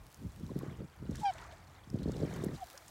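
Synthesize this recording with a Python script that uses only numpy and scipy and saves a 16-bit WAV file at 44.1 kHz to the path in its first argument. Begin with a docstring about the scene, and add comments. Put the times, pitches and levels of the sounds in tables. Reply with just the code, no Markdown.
"""One short, falling, two-voiced honk from a black swan nesting at the water's edge; later a soft toot.
The two sides of its syrinx beat against each other, and the honk turns brassy at full effort.
Gusts buffet the microphone, ripples full of ringing bubbles lap at the shore,
and the dry grass of the nest rustles and ticks."""
import sys
import numpy as np
from scipy import signal
from scipy.fft import rfft, irfft
from scipy.io import wavfile

SR = 44100
rng = np.random.default_rng(int(sys.argv[2]) if len(sys.argv) > 2 else 0)


def int16_out(signal):
    """Quantize to a 16-bit WAV file."""
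    q = np.round(np.clip(np.atleast_2d(signal).T, -1, 1) * 32767)
    wavfile.write(sys.argv[1], SR, q.astype(np.int16))


N = 127890
T = np.arange(N) / SR


def from_db(db):
    """Decibels to gain."""
    return 10 ** (np.asarray(db) / 20)


def unit_rms(x):
    """Scale to unit power."""
    return x / np.sqrt(np.mean(x ** 2) + 1e-20)


def curves(rows):
    """Each column after the time column, interpolated to every sample."""
    times_s, *columns = np.transpose(rows)
    return [np.interp(T, times_s, column) for column in columns]


def drift(corner_hz):
    """Smooth random wander; unit power."""
    r = np.exp(-2 * np.pi * corner_hz / SR)
    return unit_rms(signal.lfilter([1], [1, -2 * r, r * r], rng.standard_normal(N + SR))[SR:])


def coloured(x, spectrum):
    """Filter x by a spectrum, falling 12 dB per octave beyond its ends; unit power."""
    hz, db = np.transpose(spectrum)
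    bins_hz = np.maximum(np.fft.rfftfreq(2 * N, 1 / SR), 1)
    skirts = np.minimum(bins_hz / hz[0], 1) ** 2 * np.minimum(hz[-1] / bins_hz, 1) ** 2
    gain = from_db(np.interp(np.log(bins_hz), np.log(hz), db))
    return unit_rms(irfft(rfft(x, 2 * N) * skirts * gain)[:N])


def noise(spectrum):
    """Noise with a given spectrum; unit power."""
    return coloured(rng.standard_normal(N), spectrum)


# Air spectrum. Each row: frequency in Hz, relative level in dB.
AIR_SPECTRUM = [(100, -6), (500, -1), (1000, 0), (2500, -9.5), (5000, -30.5), (9000, -21.5), (15500, -23)]


def outdoor_air(level_db=-64):
    """Steady broad noise of the open air."""
    return from_db(level_db) * noise(AIR_SPECTRUM)


# Rustle and hiss envelopes. Each row: time in seconds, level in dB.
RUSTLE_LEVEL = [(0, -75), (.5, -70), (.62, -66.5), (.8, -71.5), (1.03, -74), (1.14, -64), (1.2, -55),
                (1.26, -60), (1.35, -62.5), (1.52, -66), (1.62, -70.5), (1.92, -71.5), (2.13, -62.5),
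                (2.35, -61), (2.51, -67.5), (2.56, -60), (2.68, -70), (2.9, -68.5)]
HISS_LEVEL = [(0, -74.5), (.14, -68.5), (.2, -71), (.55, -74), (.8, -83), (1.8, -87), (2.3, -70),
              (2.58, -72), (2.7, -62), (2.82, -69), (2.9, -64.5)]
# Their spectra. Each row: frequency in Hz, relative level in dB.
RUSTLE_SPECTRUM = [(1500, -8), (3500, 2), (5000, -1), (7500, -1), (10000, -8.5), (15500, -17.5)]
HISS_SPECTRUM = [(1500, -10), (4000, 0), (9000, -3), (15500, -5.5)]


def grass(stems=16, low_hz=2874, high_hz=9760, ring_cycles=7.3,
          crackles_per_s=400, spread_db=4, crackle_share=.55, ticks_per_s=60):
    """Dry stems brush and crackle, each with its own short ring, under a fine ticking hiss."""
    (rustle_db,), (hiss_db,) = curves(RUSTLE_LEVEL), curves(HISS_LEVEL)
    clicks = (rng.random(N) < crackles_per_s / SR) * rng.choice([-1, 1], N)
    clicks = clicks * from_db(spread_db * np.minimum(rng.exponential(1, N), 3))
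    ticks = (rng.random(N) < ticks_per_s / SR) * rng.standard_normal(N)
    stem_of_click = rng.integers(0, stems, N)
    crackle = np.zeros(N)
    for stem, hz in enumerate(np.geomspace(low_hz, high_hz, stems)):
        r, w = np.exp(-hz / ring_cycles / SR), 2 * np.pi * hz / SR
        strikes = clicks * (stem_of_click == stem) + 1e-18
        crackle += signal.lfilter([0, np.sin(w)], [1, -2 * r * np.cos(w), r * r], strikes)
    brushing = np.sqrt(1 - crackle_share) * noise(RUSTLE_SPECTRUM) * from_db(2.16 * drift(52))
    rustle = brushing + np.sqrt(crackle_share) * coloured(crackle, RUSTLE_SPECTRUM)
    hiss = noise(HISS_SPECTRUM) * from_db(1.1 * drift(65))
    hiss += from_db(-3) * coloured(ticks, HISS_SPECTRUM)
    return from_db(rustle_db) * rustle + from_db(hiss_db) * hiss


# Snapping straws. Each row: start in seconds, peak in dB, centre in Hz, decay in seconds.
SNAPS = [(0.1444, -41.5, 6500, 0.0011), (0.32, -51.5, 6600, 0.0023), (.465, -49, 5640, 0.0023),
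         (0.5902, -40, 11800, 0.00054), (.963, -56.5, 12000, 0.00082), (1.11, -48, 5900, 0.0042),
         (1.149, -45.5, 1600, 0.012), (1.1555, -39.5, 5560, 0.003), (1.169, -44, 5900, 0.0024),
         (1.198, -51, 7500, 0.016), (1.336, -48, 7240, 0.0027), (1.414, -49, 6640, 0.0011),
         (1.523, -50, 3500, .003), (1.9015, -41.5, 6000, .0014), (1.987, -50.5, 3000, 0.01),
         (2.031, -47, 4000, 0.0048), (2.119, -38, 6300, 0.001), (2.167, -46, 3900, 0.003),
         (2.3392, -40.5, 7700, 0.0016), (2.439, -37, 8340, 0.00065), (2.4449, -38, 9700, 0.0016),
         (2.7766, -38, 5370, 0.003), (2.881, -42, 6570, 0.0034)]


def straw_snaps(relative_bandwidth=.4):
    """Single straws give way with a brief, bright tick."""
    out = np.zeros(N)
    for start_s, db, hz, decay_s in SNAPS:
        r, w = np.exp(-np.pi * relative_bandwidth * hz / SR), 2 * np.pi * hz / SR
        burst = rng.standard_normal(N) * (T >= start_s) * np.exp(-np.abs(T - start_s) / decay_s)
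        tick = signal.lfilter([1, 0, -1], [1, -2 * r * np.cos(w), r * r], burst + 1e-18)
        out += from_db(db) * tick / np.abs(tick).max()
    return out


def bubble(hz, ring_cycles=5.6, rise_per_decay=.057):
    """One bubble rings for a few cycles and rises slightly in pitch."""
    t = T[:SR // 20]
    age = t * hz / ring_cycles
    envelope = (1 - np.exp(-t * hz)) * np.exp(-age)
    return envelope * np.sin(2 * np.pi * hz * t * (1 + rise_per_decay * age / 2))


# Ripples at the shore. Each row: crest time in seconds, level in dB, rise and fall in seconds.
RIPPLES = [(.64, -58.5, 0.06, 0.11), (1.42, -54.5, 0.19, 0.12), (1.78, -65, 0.083, 0.052),
           (2.34, -56, 0.22, 0.23), (2.76, -63, 0.16, 0.11)]
# Wash spectrum. Each row: frequency in Hz, relative level in dB.
WASH_SPECTRUM = [(300, -2), (600, -5.5), (1200, -1), (2000, -3.5), (3000, -21.5), (6000, -19.5),
                 (12000, -46)]
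# Larger bubbles. Each row: start in seconds, level in dB, pitch in Hz.
PLOPS = [(.492, -45, 980), (.61, -43.5, 1027), (1.352, -44.5, 630), (1.505, -48, 683), (1.524, -44, 594),
         (2.484, -42.5, 1800), (2.742, -46, 527)]


def water(bubbles_per_s=250, low_hz=600, high_hz=2400, spread_db=3.5, fizz_db=.5, candidates=2000):
    """Each ripple swells and fades as a wash full of small bubbles; a few larger ones plop."""
    swell_power = np.zeros(N)
    for crest_s, db, rise_s, fall_s in RIPPLES:
        swell_power += (from_db(db) * np.exp(np.minimum((T - crest_s) / rise_s, (crest_s - T) / fall_s))) ** 2
    fizz, plops = np.zeros((2, N + SR))
    for when, pitch, size, chance in rng.random((candidates, 4)):
        if chance < bubbles_per_s * T[-1] / candidates:
            i = int(when * N)
            gain = from_db(spread_db * min(-np.log(size), 3))
            fizz[i:i + SR // 20] += gain * bubble(low_hz * (high_hz / low_hz) ** pitch)
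    for start_s, db, hz in PLOPS:
        i = int(start_s * SR)
        plops[i:i + SR // 20] += from_db(db) * bubble(hz)
    wash = noise(WASH_SPECTRUM) + from_db(fizz_db) * unit_rms(fizz[:N])
    return np.sqrt(swell_power) * wash + plops[:N]


# Breeze envelope. Each row: time in seconds, level in dB.
BREEZE_LEVEL = [(.03, -52), (.12, -66), (.25, -50.5), (.92, -62.5), (1.03, -51.5), (1.14, -43), (1.25, -58),
                (1.45, -55.5), (1.86, -59), (2.1, -43), (2.35, -57), (2.55, -51.5), (2.7, -69),
                (2.8, -69.5), (2.88, -59.5)]
# Its spectrum. Each row: frequency in Hz, relative level in dB.
BREEZE_SPECTRUM = [(25, -27), (45, -1), (70, 1), (130, -5), (250, -20.5), (500, -31.5)]


def breeze():
    """Light wind rumbles between the gusts."""
    return from_db(curves(BREEZE_LEVEL)[0]) * noise(BREEZE_SPECTRUM)


def eddy(t, hz, half_width_cycles=.67, sag_per_cycle=.53):
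    """A pressure swing of about two cycles that slows as it passes; t = 0 at its crest."""
    cycles = np.log(np.maximum(1 + sag_per_cycle * hz * t, 1e-6)) / sag_per_cycle
    return np.exp(-(cycles / half_width_cycles) ** 2 / 2) * np.cos(2 * np.pi * cycles)


def turbulence(low_hz=130, high_hz=400, spread_db=3, count=170):
    """Small eddies of alternating sign follow each other unevenly; unit power."""
    out = np.zeros(N + SR)
    t = T[:SR // 10] - T[SR // 50]
    for k, (when, pitch, size) in enumerate(rng.random((count, 3))):
        i = int((k + when) * N / count)
        gain = (-1) ** k * from_db(spread_db * min(-np.log(size), 2))
        out[i:i + len(t)] += gain * eddy(t, low_hz * (high_hz / low_hz) ** pitch)
    return unit_rms(out[:N])


# Gusts. Each row: start in seconds, end in seconds, strength in dB.
GUSTS = [(0.217, 0.273, -45.5), (0.392, 0.51, -46), (0.497, .53, -43.5), (0.558, 0.739, -44),
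         (.79, 0.841, -42), (1.032, 1.049, -44), (1.106, 1.13, -40.5), (1.188, 1.218, -44),
         (1.927, 2.035, -41.5), (2.073, 2.102, -36), (2.121, 2.21, -41), (2.204, 2.251, -34.5),
         (2.272, 2.545, -40.5)]
# Buffeting spectrum. Each row: frequency in Hz, relative level in dB.
BUFFET_SPECTRUM = [(25, -53), (45, -8), (80, -2.5), (150, 2.5), (250, -8.5), (400, -15), (600, -21.5),
                   (900, -62), (2000, -85)]


def gusts(attack_s=.017, release_s=.016, flutter_db=1, eddy_share=.3, split_hz=430, max_treble_db=11):
    """Gusts buffet the microphone with lumpy low noise, brighter when stronger."""
    force = np.zeros(N)
    for start_s, end_s, db in GUSTS:
        envelope = np.exp(np.minimum((T - start_s) / attack_s, 0) - np.maximum((T - end_s) / release_s, 0))
        force = np.maximum(force, from_db(db) * envelope)
    buffet = noise(BUFFET_SPECTRUM) * unit_rms(from_db(flutter_db * drift(81)))
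    pressure = np.sqrt(1 - eddy_share) * buffet + np.sqrt(eddy_share) * turbulence()
    bass = signal.sosfiltfilt(signal.butter(2, split_hz, fs=SR, output="sos"), pressure)
    treble_gain = force / force.max() * from_db(max_treble_db)
    return force * (bass + treble_gain * (pressure - bass))


# Strong eddies. Each row: crest time in seconds, peak in dB, pitch at the crest in Hz.
EDDIES = [(0.255, -32.5, 147), (.44, -33, 153), (0.506, -34, 243), (0.5183, -35.5, 370),
          (.5635, -26.5, 252), (.637, -34, 266), (1.0971, -26.5, 200), (1.876, -45.5, 200),
          (1.946, -23, 201), (2.022, -36, 278), (2.06, -28, 320), (2.08, -31, 372), (2.097, -27, 386),
          (2.205, -34.5, 347), (2.227, -34, 334), (2.44, -27, 307), (2.4673, -24.5, 260), (2.492, -35, 393),
          (2.52, -40.5, 190), (2.55, -41, 300)]


def eddy_thumps():
    """The strongest eddies thump the microphone one by one."""
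    return sum(from_db(db) * eddy(T - crest_s, hz) for crest_s, db, hz in EDDIES)


def syrinx_side(rows, jitter=.0011):
    """Phase and amplitude of one slightly unsteady side of the syrinx."""
    hz, db = curves(rows)
    sounding = (T > rows[0][0]) & (T < rows[-1][0])
    phase = 2 * np.pi * np.cumsum(sounding * hz * (1 + jitter * drift(130))) / SR
    return phase, np.sqrt(2) * from_db(db) * sounding


# Toot contour. Each row: time in seconds, pitch in Hz, level in dB.
TOOT = [(2.575, 803, -59), (2.603, 785, -58), (2.619, 778, -45), (2.631, 728, -38), (2.64, 687, -46.5),
        (2.649, 680, -66)]


def toot(octave_db=-40):
    """A quiet, nearly pure falling note."""
    phase, level = syrinx_side(TOOT)
    return level * (np.sin(phase) + from_db(octave_db) * np.sin(2 * phase))


# The honk's strong and weak voices. Each row: time in seconds, pitch in Hz, level in dB.
STRONG_VOICE = [(1.212, 865, -62), (1.221, 858, -47), (1.229, 850, -46), (1.235, 843, -37),
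                (1.249, 815, -30.5), (1.262, 801, -28.7), (1.283, 783, -31), (1.301, 749, -32.5),
                (1.308, 712, -36.5), (1.316, 685, -57)]
WEAK_VOICE = [(1.212, 880, -65), (1.229, 901, -50), (1.243, 926, -43), (1.265, 928, -49), (1.29, 915, -55),
              (1.31, 890, -66)]
# Brassy overtones. Each row: harmonic number, level in dB relative to the strong voice.
OVERTONES = [(2, -21.5), (3, -21.5), (4, -23), (5, -34), (6, -28.5), (7, -30.5), (8, -43)]


def honk(brassy_from_s=1.251, brassy_to_s=1.3055, edge_s=.002, coupling_rad=.85, shimmer_db=1.4):
    """A strong tone that turns brassy at full effort and beats against a weaker second voice."""
    phase, level = syrinx_side(STRONG_VOICE)
    weak_phase, weak_level = syrinx_side(WEAK_VOICE)
    # The weak voice pulls the overtones' phase at the beat rate.
    pull_rad = coupling_rad * weak_level / (level + weak_level + 1e-9)
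    pulled_phase = phase + pull_rad * np.sin(weak_phase - phase)
    brassy_on = .5 + .5 * np.tanh((T - brassy_from_s) / (2 * edge_s))
    brassy_off = .5 - .5 * np.tanh((T - brassy_to_s) / edge_s)
    overtones = sum(from_db(db + shimmer_db * drift(60)) * np.sin(k * pulled_phase) for k, db in OVERTONES)
    strong = level * (np.sin(phase) + brassy_on * brassy_off * overtones)
    return strong + weak_level * np.sin(weak_phase)


def scene():
    """The swan close by, amid wind, water and grass; mono."""
    swan = honk() + toot()
    wind = gusts() + breeze() + eddy_thumps()
    return (swan + wind + water() + grass() + straw_snaps() + outdoor_air())[None]


def record(dry, low_cut_hz=20, high_cut_hz=15900):
    """The deepest bass is rolled off and the top is cut steeply."""
    dry = signal.sosfilt(signal.butter(2, low_cut_hz, "high", fs=SR, output="sos"), dry)
    return signal.sosfilt(signal.ellip(10, .2, 70, high_cut_hz, fs=SR, output="sos"), dry)


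dry = scene()
out = record(dry)
int16_out(out)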